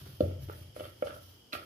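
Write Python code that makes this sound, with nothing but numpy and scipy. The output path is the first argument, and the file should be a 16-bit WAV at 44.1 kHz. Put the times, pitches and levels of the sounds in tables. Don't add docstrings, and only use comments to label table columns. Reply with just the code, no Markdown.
import sys
import numpy as np
from scipy import signal
from scipy.fft import rfft, irfft, next_fast_len
from scipy.io import wavfile
from scipy.ndimage import uniform_filter1d

SR = 44100
rng = np.random.default_rng(int(sys.argv[2]) if len(sys.argv) > 2 else 0)


def nominal_scale(level):
    x = np.asarray(level, float) / 20
    return 10 ** x


def to_wav(sig):
    pcm = np.clip(np.atleast_2d(sig), -1, 1) * 32767
    pcm = np.round(pcm).astype(np.int16)
    wavfile.write(sys.argv[1], SR, pcm.T)


N = 72765


def rms_one(x):
    return x / np.sqrt(np.mean(x ** 2) + 1e-20)


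def above(x, hz):
    return signal.sosfilt(signal.butter(2, hz, "high", fs=SR, output="sos"), x)


def resonance(hz, decay):
    return [1, -2 * decay * np.cos(2 * np.pi * hz / SR), decay * decay]


def ring(force, modes):
    out = 0
    for k, (hz, db, t60, pan_db) in enumerate(modes):
        strike = [0, np.sin(2 * np.pi * hz / SR)]
        tone = signal.lfilter(strike, resonance(hz, nominal_scale(-60 / (t60 * SR))), force + 1e-18)
        sides = nominal_scale(db + pan_db * np.array([[0.5], [-0.5]]))
        out = out + sides * tone * (-1) ** (k * (hz > 1000))
    return out


def pushes(times, levels_db, lengths_ms):
    out = np.zeros(N + SR)
    for s, db, ms in zip(times, levels_db, lengths_ms):
        part = (np.arange(800) - s * SR % 1) / (ms * SR / 1000)
        shape = np.sin(np.pi * np.clip(part, 0, 1)) ** 2
        first = int(s * SR)
        out[first:first + 800] -= nominal_scale(db) * shape / shape.sum()
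    return out[:N]


# frequency in Hz, level in dB, t60 in seconds, left over right in dB.
BOARD_LOW_MODES = [(193.3, -13, 0.24, 1), (256.4, -13, 0.12, -1.5), (312.3, 2.5, 0.042, -1.5),
                   (342.3, -11.5, 0.17, -2), (385, -6.5, 0.14, 0.5)]
# frequency in Hz, level in dB, t60 in seconds, left over right in dB.
BOARD_MODES = [(517, 3, 0.075, 1.5), (545.7, -15.5, 0.12, 14), (575.8, 4, 0.068, -4.5),
               (600.5, -6.5, 0.15, 6), (660, -21, 0.055, 6), (864, -26, 0.074, -24)]
# frequency in Hz, level in dB, t60 in seconds, left over right in dB.
PIN_MODES = [(1194, -8, 0.041, -15.5), (1351, -2.5, 0.046, -14.5), (1386, -7, 0.031, 6.5),
             (1688, -18, 0.055, 18)]
# frequency in Hz, level in dB, t60 in seconds, left over right in dB.
PIN_HIGH_MODES = [(1905, -8, 0.034, -10), (2202, -8.5, 0.022, 19), (2430, -20, 0.051, -32),
                  (2730, -18.5, 0.052, 31), (3000, -10.5, 0.034, -15.5), (3297, -8.5, 0.056, -7),
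                  (3390, -1, 0.015, 0.5), (3700, -9.5, 0.025, 13.5), (4516, -10.5, 0.055, 9),
                  (4950, -14.5, 0.0031, -43.5)]
# frequency in Hz, level in dB, t60 in seconds, left over right in dB.
COUNTER_MODES = [(74.6, -28, 0.099, -2), (92.35, -3, 0.46, 1.5), (113.4, -5, 0.39, -.5),
                 (132.6, -8, 0.57, 3.5), (149, -13.5, 0.11, 2.5)]
# start in seconds, level in dB, contact in ms,
# weight on the board's low modes in dB, weight on the pin in dB.
KNOCKS = [(0.063, -56, 0.31, 9.5, -5), (0.2054, -12.5, 2.144, -6, -23.5), (.253, -39, 1.74, 4, -15),
          (.293, -40, 2.7, -0.5, -20), (.31, -45.5, 1.3, 0, -17), (.362, -46, 2, -32, -20),
          (.486, -54, 0.7, 10.5, -3), (0.496, -47.5, 1.5, -16, 6), (0.51, -54, 1.7, -16, -22),
          (0.7632, -41, 0.73, -22, -5.5), (0.796, -42, 1.67, -19, 1), (.806, -37.5, 0.61, -9.5, -7),
          (.838, -57, 1, -30, 13), (.853, -47.5, 0.4, -28, 1.5), (1.023, -25.5, 1.29, -12, -9),
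          (1.071, -40, 0.3, -32, -2), (1.105, -46, 0.45, -12, 2.5), (1.128, -50, 0.77, -20, -4),
          (1.535, -44, 0.9, 3, 7), (1.551, -47.5, 1.03, -12, 16.5), (1.0268, -34, 1.13, -30, -23),
          (.326, -46, 2.05, -20, -27), (.06, -56, 1.3, -5, -12)]


def knocks():
    s, db, ms, low_db, pin_db = np.transpose(KNOCKS)
    late_s, slow_ms = 0.01545, 11.15
    low = ring(pushes(s, db + low_db, ms), BOARD_LOW_MODES)
    board = ring(pushes(s, db, ms), BOARD_MODES)
    pin = ring(pushes(s, db + pin_db, 0.3 * ms), PIN_MODES)
    pin = pin + ring(pushes(s, db + pin_db - 4.5, 0.34 * ms), PIN_HIGH_MODES)
    counter = ring(pushes(s + late_s, db + low_db, 0 * ms + slow_ms), COUNTER_MODES)
    return low, board, pin, counter


# start in seconds, level in dB, fading in dB per second,
# weight on the pin's lower modes in dB, weight on its high modes in dB.
ROLLS = [
    (0.005, -64, 45, -56, -5),
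    (0.229, -47, 101, -36, -18),
    (.275, -61.5, 84, -3.5, -13),
    (0.479, -59.5, 55, -26, -3.5),
    (0.763, -50.5, 102, -28, -9.5),
    (0.827, -65, 172, 12.5, 5.5),
    (1.059, -46.5, 123, -2.5, -8.5),
    (1.14, -74, 131, -30, -31),
    (1.525, -46, 180, 3.5, 4.5),
    (1.568, -60, 62, -35, -37),
]


def chatter():
    contacts_per_s, spread_db, attack_ms = 600, 2, 0.83
    start, db, fade, pin_db, high_db = np.transpose(ROLLS)[:, :, None]
    age = np.maximum(np.arange(N) / SR - start, 0)
    level = nominal_scale(db - fade * age) * np.minimum(age * 1000 / attack_ms, 1)
    sizes = nominal_scale(spread_db * np.minimum(rng.exponential(1, (3, N)), 3))
    sizes = sizes * rng.choice([-1, 1], (3, N))
    soft, firm, hard = sizes * (rng.random(N) < contacts_per_s / SR)
    soft = signal.sosfilt(signal.butter(4, 625, fs=SR, output="sos"), soft + 1e-18)

    def driven(force, weight_db, modes):
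        strength = (level * nominal_scale(weight_db)).sum(0)
        return ring(force * strength, modes) / np.std(ring(force, modes))

    low_db = -3.5 - 0.1894 * (pin_db + 3.0)
    low = driven(soft, low_db, BOARD_LOW_MODES)
    board = driven(soft, 0, BOARD_MODES)
    pin = driven(firm, pin_db, PIN_MODES) + driven(hard, high_db, PIN_HIGH_MODES)
    return low, board, pin


# start in seconds, frequency in Hz,
# level in dB, t60 in ms.
TICKS = [(0.2067, 2800, -41.5, 8), (0.2062, 4200, -39, 16), (0.2072, 3405, -38.5, 15),
         (0.4965, 418, -35.5, 49), (0.497, 1323, -37.5, 21), (.498, 853, -44, 21), (.534, 1730, -51, 36),
         (.762, 2220, -53, 16), (.796, 3000, -44.5, 55), (0.844, 3150, -47.5, 65), (1.0224, 3000, -41, 11),
         (1.0236, 12000, -35, 2.8), (1.027, 2240, -43.5, 27), (1.066, 3085, -48.5, 105),
         (1.0797, 1470, -36.5, 22), (1.141, 1330, -41, 30), (1.16, 1360, -50.5, 110),
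         (1.168, 579, -47, 115), (1.524, 2600, -35.5, 9.8), (1.53, 3930, -23, 7.9), (1.53, 1560, -35, 9.7),
         (1.5342, 2480, -22.5, 7.5), (1.5355, 590, -46.5, 22), (1.542, 2520, -40, 25),
         (1.551, 3000, -42, 15), (1.551, 644, -34, 31), (1.577, 2410, -46, 22), (1.595, 1310, -41, 36),
         (1.609, 1318, -53, 66), (.52, 1330, -56, 38), (1.145, 3150, -56.5, 36), (1.085, 3220, -56, 30)]


def ticks():
    out = 0
    for s, hz, db, ms in TICKS:
        partials = [(hz, 0, ms / 1000, -4), (1.12 * hz, -5, ms / 1000, 1.5)]
        out = out + ring(pushes([s], [db], [min(0.12, 400 / hz)]), partials)
    return out


# start in seconds, level in dB.
PRESSES = [
    (0.027, -41),
    (.084, -38),
    (0.132, -42),
]
# start in seconds, level in dB.
SWAYS = [
    (.001, -66),
    (.215, -50),
    (.8, -69),
    (1.04, -69),
]


def presses():
    s, db = np.transpose(PRESSES)
    sway_s, sway_db = np.transpose(SWAYS)
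    thuds = ring(pushes(s, db, 0 * s + 3.2), [(130.7, 0, 0.14, 0)])
    return thuds + ring(pushes(sway_s, sway_db, 0 * sway_s + 24.0), [(58.44, 0, 5.3, 0)])


# time in seconds, level in dB.
LOAD = [(0.0, -43), (0.17, -52.5), (0.25, -35.5), (.38, -39), (.45, -35.5), (.565, -46.5), (.6, -40),
        (.7, -50), (.76, -52), (.8, -49), (.89, -49.5), (.955, -54.5), (1.04, -59), (1.12, -47.5),
        (1.33, -53.5), (1.48, -69), (1.58, -63), (1.65, -56)]


def rumble():
    load_db = np.interp(np.arange(N) / SR, *np.transpose(LOAD))
    modes = [(hz, 1.9 * db, 0.9 * t60, pan_db) for hz, db, t60, pan_db in COUNTER_MODES]
    boom = rms_one(ring(rng.standard_normal(N + SR), modes)[:, SR:])
    boom = signal.sosfilt(signal.butter(2, 142, fs=SR, output="sos"), boom)
    even = int(0.06 * SR)
    strength = uniform_filter1d(uniform_filter1d((boom ** 2).mean(0), even), even)
    return nominal_scale(load_db - 3.5) * boom / np.sqrt(strength + 0.077)


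def drift(rate_hz):
    r = np.exp(-2 * np.pi * rate_hz / SR)
    return rms_one(signal.lfilter([1], [1, -2 * r, r * r], rng.standard_normal(N + SR))[SR:])


def banded_noise(spectrum, patchy_db):
    out, edges = 0, 30 * 2 ** np.arange(0, 9.3, 1 / 3)
    white = rng.standard_normal((2, 2, N))
    at_hz, level_db = np.transpose(spectrum)
    for k, (low, high) in enumerate(zip(edges, edges[1:])):
        band = signal.butter(2, [low, high], "band", fs=SR, output="sos")
        mid, side = signal.sosfilt(band, white[k % 2])
        hz = np.sqrt(low * high)
        alike = 1 / (1 + (hz / 229) ** 2)
        gain = nominal_scale(np.interp(np.log(hz), np.log(at_hz), level_db) + patchy_db * drift(2.4))
        out = out + gain * (np.sqrt(1 + alike) * mid + np.sqrt(1 - alike) * side * [[1], [-1]])
    return rms_one(out)


# start in seconds, length in seconds, level in dB.
STROKES = [(-.04, 0.17, -61.5), (0.045, 0.18, -62.5), (0.192, 0.07, -63.5), (0.204, 0.2, -66.5),
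           (0.388, 0.18, -64), (0.474, 0.27, -65), (0.742, 0.093, -63), (0.766, 0.2, -64),
           (0.923, 0.42, -70), (1.036, 0.089, -62.5), (1.127, 0.097, -65.5), (1.2, 0.095, -69),
           (1.24, 0.18, -68), (1.523, 0.062, -53.5), (1.567, 0.15, -66)]
# frequency in Hz, level in dB per Hz.
STROKE_COLOUR = [(530, -67), (900, -7.5), (1330, -0.5), (2340, -2), (3150, -2.5), (5250, -0.5),
                 (6990, -11.5), (12200, -0.5), (15500, -1)]


def rubbing():
    rise_share, louder_db = 0.22, 6
    start, length, db = np.transpose(STROKES)[:, :, None]
    part = np.clip((np.arange(N) / SR - start) / length, 0, 1)
    swell = np.minimum(part / rise_share, (1 - part) / (1 - rise_share))
    level = np.sqrt((nominal_scale(db + louder_db) ** 2 * swell ** 1.33).sum(0))
    grain = nominal_scale(1.43 * drift(63))
    sides = nominal_scale(np.array([[-1.5], [1.5]]))
    return level * grain * banded_noise(STROKE_COLOUR, patchy_db=2.2) * sides


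def kitchen(x):
    t60_s, cut_hz = 0.36, 3400
    size = next_fast_len(N + SR)
    w = 2 * np.pi * np.arange(size // 2 + 1) / size
    dull = 1 / (1 + 1j * w * SR / (2 * np.pi * cut_hz))
    out = np.zeros((2, len(w)), complex)
    for k, lag in enumerate(rng.uniform(0.008, 0.03, 16) * SR):
        loop = nominal_scale(-60 * lag / SR / t60_s) * dull * np.exp(-1j * w * lag)
        out[k % 2] += loop / (1 - loop) * (-1) ** (k // 2)
    return irfft(out * rfft(x, size), size)[:, :N]


# frequency in Hz, width in Hz, level in dB.
WHINE = [
    (330, 100, -72),
    (3000, 123, -69),
    (3235, 65, -69.5),
    (5060, 610, -69.5),
]


def whine():
    out = 0
    for hz, width_hz, db in WHINE:
        noise = rng.standard_normal((1 + (hz > 1000), N))
        tone = signal.lfilter([1, 0, -1], resonance(hz, np.exp(-np.pi * width_hz / SR)), noise)
        out = out + nominal_scale(db) * rms_one(tone)
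    return out


# frequency in Hz, level in dB per Hz.
AIR_COLOUR = [(18, -58), (30, -8), (170, -5.5), (480, -11), (748, -14), (2430, -26), (3070, -54),
              (4200, -26.5), (15500, -24)]


def air():
    return nominal_scale(-64.5) * banded_noise(AIR_COLOUR, patchy_db=-0.2)


def at_microphones(x, lag_ms):
    left = np.interp(np.arange(N) - lag_ms * SR / 1000, np.arange(N), x[0])
    return np.array([left, x[1]])


def scene():
    board_edge_hz, pin_edge_hz = 215, 1074
    low, board, pin, counter = knocks()
    low_roll, board_roll, pin_roll = chatter()
    low = above(low + low_roll, board_edge_hz)
    upper = above(board + board_roll, 2 * board_edge_hz) + above(pin + pin_roll, pin_edge_hz)
    upper = upper + above(ticks(), 400)
    wood = at_microphones(low, 0.2) + at_microphones(upper, 0.373)
    wood = wood + nominal_scale(-13.5) * kitchen(above(upper.mean(0), 610))
    counter = above(above(counter, 49), 49)
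    return wood + counter + presses() + rumble() + rubbing() + air() + whine()


def low_pass(x):
    return signal.sosfilt(signal.butter(12, 15690, fs=SR, output="sos"), x)


def record(dry):
    notch_hz, notch_width_hz, notch_depth = 7830, 830, 0.57
    peak = signal.iirpeak(notch_hz, notch_hz / notch_width_hz, fs=SR)
    dry = dry - notch_depth * signal.lfilter(*peak, dry)
    top = signal.cheby2(10, 50, 16150, fs=SR, output="sos")
    mix = signal.sosfilt(top, above(above(dry, 52), 52))
    return low_pass(mix)


dry = scene()
out = record(dry)
to_wav(out)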